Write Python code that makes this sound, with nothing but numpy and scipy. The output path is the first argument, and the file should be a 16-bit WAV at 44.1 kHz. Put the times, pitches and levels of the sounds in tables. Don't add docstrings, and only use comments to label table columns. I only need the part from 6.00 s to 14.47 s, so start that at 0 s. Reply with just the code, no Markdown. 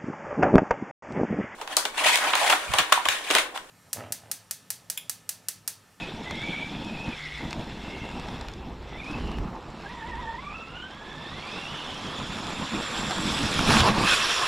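import sys
import numpy as np
from scipy import signal
from scipy.fft import rfft, irfft, next_fast_len
from scipy.io import wavfile
from scipy.ndimage import uniform_filter1d, map_coordinates

SR = 44100
rng = np.random.default_rng(int(sys.argv[2]) if len(sys.argv) > 2 else 0)


def store_pcm(level_fs):
    pcm = np.round(np.clip(level_fs, -1, 1) * 32767).astype(np.int16)
    wavfile.write(sys.argv[1], SR, np.atleast_2d(pcm).T)


def volts_from_decibels(level):
    exponent = np.asarray(level, float) / 20
    return 10 ** exponent


N = 373527


def unit(x):
    return x / np.sqrt(np.mean(np.abs(x) ** 2) + 1e-20)


def curves(rows):
    s, *columns = np.transpose(rows)
    return [np.interp(np.arange(N) / SR, s, column) for column in columns]


def wobble(rate):
    knots = rng.standard_normal(int(N * rate / SR) + 4)
    return map_coordinates(knots, [np.arange(N) * rate / SR])


def filtered(x, response):
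    m = next_fast_len(N + 8192)
    return irfft(rfft(x, m) * response(np.fft.rfftfreq(m, 1 / SR)), m)[..., :N]


def coloured(x, spectrum):
    f, db = np.transpose(spectrum)
    return filtered(x, lambda hz: volts_from_decibels(np.interp(np.log(hz + 1), np.log(f + 1), db)))


def banded(x, hz, width_hz, rows):
    band = filtered(x, lambda f: np.exp(-((f - hz) / width_hz) ** 2))
    return x + (volts_from_decibels(curves(rows)[0]) - 1) * band


def gravelly(per_s, spread_db, share, patchy_db):
    z = signal.stft(rng.standard_normal(N), nperseg=512)[2]
    field = uniform_filter1d(rng.standard_normal(z.shape), 7, 0)
    field = uniform_filter1d(field, 5, 1)
    noise = signal.istft(z * volts_from_decibels(patchy_db * unit(field)), nperseg=512)[1][:N]
    hit = rng.random(N) < per_s / SR
    size_db = spread_db * rng.exponential(size=N).clip(0, 3)
    impacts = hit * rng.standard_normal(N) * volts_from_decibels(size_db)
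    share = np.clip(share, 0, 1)
    return np.sqrt(1 - share) * unit(noise) + np.sqrt(share) * unit(impacts)


def far_hum():
    return volts_from_decibels(-55.0) * unit(coloured(rng.standard_normal(N), [(110, -44), (150, 23.0), (200, -58)]))


# time in seconds, buffet level in dB.
BREEZE = [(0.0, -53.5), (4.6, -49.5), (8.46, -70)]
# time of the peak in seconds, peak in dB, half length in seconds.
GUST_SWELLS = [(2.4, -44.5, 0.86), (3.24, -33, 0.067), (3.41, -32.5, 0.06), (4.2, -43, 0.11)]
# frequency in Hz, density in dB.
BUFFET_TONE = [(10, -14), (25, -9), (53, 2.5), (110, -11.5), (450, -17.5), (900, -74)]


def wind():
    t = np.arange(N) / SR
    strength = volts_from_decibels(curves(BREEZE)[0])
    for s, db, half in GUST_SWELLS:
        strength = strength + volts_from_decibels(db) * np.exp(-((t - s) / half) ** 2)
    lumps = volts_from_decibels(0.25 * wobble(15.0))
    return strength * unit(lumps * coloured(rng.standard_normal(N), BUFFET_TONE))


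# time of the peak in seconds, boom level in dB.
PLYWOOD_SLAMS = [(7.72, -28), (7.83, -19)]


def ramp():
    swell_db_per_s, die_db_per_s = 139, 196
    t = np.arange(N) / SR
    boom = gravelly(80, 11.0, 0.14, patchy_db=4.0)
    boom = unit(coloured(boom, [(30, -21), (70, -2.0), (120, 8.0), (170, -11), (300, -69)]))
    strength = np.zeros(N)
    for s, db in PLYWOOD_SLAMS:
        strength += volts_from_decibels(db + np.minimum(swell_db_per_s * (t - s), die_db_per_s * (s - t)))
    return boom * strength


# start in seconds,
# crack level in dB, knock over crack in dB, both levels before make-up gain and tone shaping.
STONE_HITS = [(0.3094, -34.5, -5.5), (1.508, -36, -19), (1.529, -33.5, -9), (2.09, -45.5, -5),
              (2.197, -40, -13), (2.286, -45, -7), (2.411, -38, -13), (2.485, -40, -8), (2.537, -42.5, -21),
              (3.316, -43, -13), (3.385, -49.5, 8), (3.555, -54, -15), (7.109, -39, -1), (7.591, -26, -2),
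              (7.706, -33.5, 7), (7.769, -35.5, 8.5), (7.804, -18.5, -12)]


def stones():
    t = np.arange(SR // 40) / SR
    crack, knock = np.zeros(N + SR), np.zeros(N + SR)
    bursts = rng.standard_normal((len(STONE_HITS), 2, len(t)))
    for (s, db, knock_db), burst in zip(STONE_HITS, bursts):
        start = round(s * SR)
        crack[start:][:len(t)] += volts_from_decibels(db + 6 - 60 * t / 0.013) * burst[0]
        knock[start:][:len(t)] += volts_from_decibels(db + knock_db + 16.5 - 60 * t / 0.016) * burst[1]
    bright = coloured(crack[:N], [(2500, -38), (3500, 9.0), (7000, -0.5), (10000, -14.0), (12000, -60)])
    dull = coloured(knock[:N], [(300, -20), (700, 10), (2800, 5.5), (4000, -26)])
    return bright + dull


# time in seconds, level in dB before a 3 dB trim and the jolts.
RATTLE_LEVEL = [(0.0, -38.5), (0.16, -43), (0.47, -38.5), (0.8, -41.5), (1.36, -39.5), (1.69, -42.5),
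                (2.34, -41.5), (2.63, -49.5), (2.85, -49), (3.13, -40.5), (3.53, -49.5), (3.88, -44.5),
                (4.84, -48), (5.5, -39), (6.71, -34.5), (7.64, -26), (7.7, -20.5), (7.8, -20),
                (7.83, -25.5), (7.89, -24.5), (7.93, -31.5), (8.05, -23.5), (8.14, -17.5), (8.155, -22),
                (8.46, -26)]
# time in seconds, grit over untrimmed rattle in dB.
GRIT_OVER_RATTLE = [(5.2, -11), (7.5, -7), (8.13, -7)]
# frequency in Hz, density in dB.
RATTLE_TONE = [(900, -14), (1400, -3.5), (2300, -5), (4300, -11.5), (6000, -72)]
GRIT_TONE = [(3000, -7), (5400, -1.5), (6300, -10.5), (7300, -8), (8200, -14), (9700, -12.5),
             (11400, -20.5), (12200, -38)]
# frequency in Hz, width in Hz, strength in dB.
PLATE_MODES = [(2150, 130, -3), (2650, 130, -4), (3450, 330, 1)]
# time in seconds, gain in dB on the last resonance.
SHELL_RING = [(0.2, 2.5), (0.5, 7.5), (0.9, 2.5), (2.6, -1.5), (3.6, -8), (4.3, 3.5), (4.7, -1), (5.4, 3.5),
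              (6.3, 0.5), (7.3, 2.5), (7.7, -1)]


def plate(f):
    response = 0.7
    for centre, width, db in PLATE_MODES:
        response = response + volts_from_decibels(db) * 1j * f * width / (centre * centre - f * f + 1j * f * width)
    return response


def chassis(jolts_db):
    rattle_db, = curves(RATTLE_LEVEL)
    grit_db = rattle_db + curves(GRIT_OVER_RATTLE)[0]
    loose_parts = coloured(gravelly(800, 2.7, 0.14, patchy_db=2.0), RATTLE_TONE)
    rattle = unit(filtered(loose_parts, plate))
    rattle = banded(rattle, *PLATE_MODES[-1][:2], SHELL_RING)
    grit = unit(coloured(gravelly(530, 4.8, 0.17, patchy_db=2.5), GRIT_TONE))
    top = coloured(grit, [(7000, -22), (9000, 3.5)])
    grit += (volts_from_decibels(0.14 * (grit_db + 30)) - 1) * top
    return volts_from_decibels(rattle_db - 3.0 + jolts_db) * rattle + volts_from_decibels(grit_db + 0.19 * jolts_db) * grit


# time in seconds, churn level in dB, thrum over churn in dB.
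TYRE_LEVELS = [(0.0, -42.5, 2), (1.4, -42, 5), (1.71, -45.5, 3.5), (2.32, -40, 1.5), (2.51, -45.5, -3),
               (2.69, -44.5, 3.5), (2.85, -47.5, -1.5), (3.25, -38.5, 3.5), (3.74, -44.5, -0.5),
               (4.69, -48, -2.5), (6.49, -38, 2), (7.45, -34, 2.5), (7.54, -36, 1.5), (7.6, -30.5, 6),
               (7.72, -24.5, 0.5), (7.83, -26.5, -2), (7.85, -23.5, -13), (7.89, -22.5, -2),
               (7.905, -31, 4.5), (8.12, -22.5, 0), (8.46, -24, -36)]
# take-off in seconds, landing in seconds, change of the thrum on landing in dB (half for the churn).
WHEEL_HOPS = [(1.142, 1.402, 5.5), (6.659, 6.71, 4.5), (6.838, 6.896, -2), (8.068, 8.603, 0)]
# frequency in Hz, density in dB.
THRUM_TONE = [(60, -7.5), (110, -5), (210, 0), (330, -6), (500, -58.5)]
CHURN_TONE = [(200, -67), (330, 1.5), (620, -1), (910, 2), (1250, -2), (1450, -9.5), (2200, -16),
              (9000, -120)]
# time in seconds, gain in dB on its upper half.
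CHURN_BRIGHTNESS = [(0.5, -8), (4.5, 1.5), (8.2, 2.5)]


def tyres(jolts_db):
    air_thrum_db, air_churn_db, air_low_db = -20.5, -6, -4.5
    lift_s, thud_s = 0.066, 0.27
    t = np.arange(N) / SR
    churn_db, over_db = curves(TYRE_LEVELS)
    air, thud_db = np.zeros(N), np.zeros(N)
    for off, land, db in WHEEL_HOPS:
        air += np.clip(np.minimum((t - off) / lift_s, (land - t) / lift_s) + 0.5, 0, 1)
        thud_db += db * (t > land) * np.exp(-((t - land) / thud_s) ** 2)
    thrum_db = churn_db + over_db + air_thrum_db * air + thud_db
    churn_db = churn_db + air_churn_db * air + 0.5 * thud_db
    thrum = unit(coloured(gravelly(150, 3.8, 0.2, patchy_db=3.0), THRUM_TONE))
    churn = unit(coloured(gravelly(500, 2.7, 0.29, patchy_db=2.5), CHURN_TONE))
    low = coloured(churn, [(950, 1.5), (1100, -37)])
    high = churn - low
    churn = volts_from_decibels(air_low_db * air) * low + volts_from_decibels(curves(CHURN_BRIGHTNESS)[0]) * high
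    return volts_from_decibels(thrum_db + jolts_db) * thrum + volts_from_decibels(churn_db + jolts_db) * churn


# time in seconds, gain in dB on that band.
ROAR_HOLLOW = [(3.6, -4), (4.4, -2), (7.2, -7.5)]


def roar():
    jolts_db = 0.5 * wobble(12) + 0.84 * wobble(35)
    return banded(tyres(jolts_db) + chassis(jolts_db), 2105, 200, ROAR_HOLLOW)


# start in seconds,
# length in seconds, first pitch in Hz, last pitch in Hz, peak level in dB before flutter.
SHORT_TONES = [(-0.1, 0.2, 2650, 2530, -40), (1.11, 0.42, 2130, 2010, -41), (1.797, 0.46, 2730, 2650, -47),
               (2.86, 0.22, 3330, 3680, -53), (8.06, 0.09, 3000, 3650, -28), (8.06, 0.1, 2570, 2480, -25),
               (8.06, 0.1, 1700, 1350, -26), (1.75, 0.4, 2100, 2150, -47), (3.17, 0.23, 3050, 2700, -49),
               (8.17, 0.32, 5750, 5250, -36), (8.14, 0.34, 3050, 3400, -34)]
# time in seconds, tooth rate in Hz, tone level in dB before flutter.
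THROTTLE_PULLS = [
    [(0.25, 1960, -46), (0.31, 2110, -39), (0.4, 2080, -38), (0.43, 2270, -36.5), (0.64, 2290, -38),
     (0.76, 2457, -53), (0.86, 2557, -46), (1.1, 2550, -40.5), (1.15, 2310, -41)],
    [(2.88, 2058, -56), (2.96, 2000, -46), (3.0, 2510, -43), (3.022, 2200, -45), (3.042, 2480, -41),
     (3.066, 2290, -43), (3.085, 2594, -42), (3.16, 2634, -42.5), (3.19, 2780, -53)],
    [(3.84, 745.3, -45.5), (3.93, 1002, -46), (4.03, 879, -38), (4.1, 990, -41), (4.15, 892, -36),
     (4.2, 982, -39), (4.28, 885, -38), (4.38, 970, -37), (4.42, 1130, -48), (4.52, 1200, -41),
     (4.56, 1320, -47), (4.68, 1345, -49), (5.0, 1670, -50), (5.28, 1777, -46.5), (5.38, 2100, -52),
     (5.5, 2490, -46.5), (5.6, 2720, -41.5), (5.72, 2900, -42)],
    [(5.72, 2940, -45), (5.92, 3046, -44.5), (6.2, 3300, -45), (6.35, 3370, -47)],
    [(6.15, 3490, -45), (6.4, 3585, -53), (7.15, 3735, -49), (7.35, 3880, -51), (7.55, 3970, -57)],
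]
# pitch in Hz, octave over tone in dB.
OCTAVE_RING = [(800, 4), (900, -8), (1200, -7), (1320, 5), (1470, -9), (1750, -1), (2600, -8), (3000, -23),
               (3480, -13), (3650, 5), (3950, 5), (5000, -30)]


def tone_tracks():
    turn_s = 3.5
    edge_db = -11
    u = np.linspace(0, 1, num=7)
    tracks = []
    for s, length, first, last, db in SHORT_TONES:
        swell_db = db + edge_db * (2 * u - 1) ** 2
        tracks.append(np.transpose([s + u * length, first + u * (last - first), swell_db]))
    tracks += [np.array(pull) for pull in THROTTLE_PULLS]
    for i, rows in enumerate(tracks):
        if rows[0, 0] > turn_s:
            octave_db = rows[:, 2] + np.interp(rows[:, 1], *np.transpose(OCTAVE_RING))
            tracks[i] = np.column_stack([rows, octave_db])
    return tracks


TONE_SMEAR = [.6, .95, .6, .6, .95, .35, .8, .6, .97, .97, .97, .5, .45, .5, .72, .55]


def gears():
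    t, out = np.arange(N) / SR, np.zeros(N)
    shake = 0.012 * wobble(40) + 0.013 * wobble(160)
    flutter_db = 1.8 * wobble(45) + 0.9 * wobble(14)
    wear = rng.standard_normal((2, 2, 16384))
    for rows, slip in zip(tone_tracks(), TONE_SMEAR):
        hz, *levels_db = curves(rows)
        fade = np.clip(np.minimum(t - rows[0][0] + 0.02, rows[-1][0] + 0.02 - t) / 0.04, 0, 1)
        teeth = np.cumsum(hz * (1 + shake)) / SR
        for order, db in enumerate(levels_db, 1):
            place = [order * teeth * slip / 5.5]
            real, imaginary = (map_coordinates(knots, place) for knots in wear[order - 1])
            smear = unit(real + 1j * imaginary)
            share = slip ** (1 / order)
            tone = np.exp(2j * np.pi * order * teeth)
            mesh = (np.sqrt(1 - share) + np.sqrt(share) * smear) * tone
            out += np.sqrt(2) * fade * volts_from_decibels(db + flutter_db) * mesh.real
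    return out


def scene():
    mono = far_hum() + wind() + ramp() + stones() + roar() + gears()
    return np.array([mono, mono])


def top_cut(x):
    return signal.sosfilt(signal.butter(12, 15200, fs=SR, output="sos"), x)


# time in seconds, width from 0 to 1.
STEREO_WIDTH = [(2.5, 0.1), (3.0, 0.42), (3.8, 0.66), (4.1, 0.9)]
# frequency in Hz,
# side against mid in dB at full width, before the late share is added.
RIGHT_LEAN = [(40, -17), (100, -20.5), (1300, -21.5), (2000, -13), (3300, -18), (5000, -30), (7500, -31.5)]
# frequency in Hz, density in dB.
HISS_TONE = [(11400, -53), (11800, 1), (12800, -8), (15500, -24)]


def record(dry):
    mid, width = dry.mean(axis=0), curves(STEREO_WIDTH)[0]
    late = volts_from_decibels(-2.5) * mid[np.clip(np.arange(N) - 400, 0, N)]
    side = width * coloured(late - mid, RIGHT_LEAN)
    treble_power = coloured(mid, [(7500, -87), (8500, 3.5)]) ** 2
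    treble = np.sqrt(np.abs(uniform_filter1d(treble_power, size=512)))
    hiss_level = volts_from_decibels(-80.5 - 10 * width) + volts_from_decibels(-15.0) * treble
    hiss = hiss_level * unit(coloured(rng.standard_normal((2, N)), HISS_TONE))
    return top_cut(np.array([mid + side, mid - side]) + hiss)


dry = scene()
out = record(dry)
store_pcm(out)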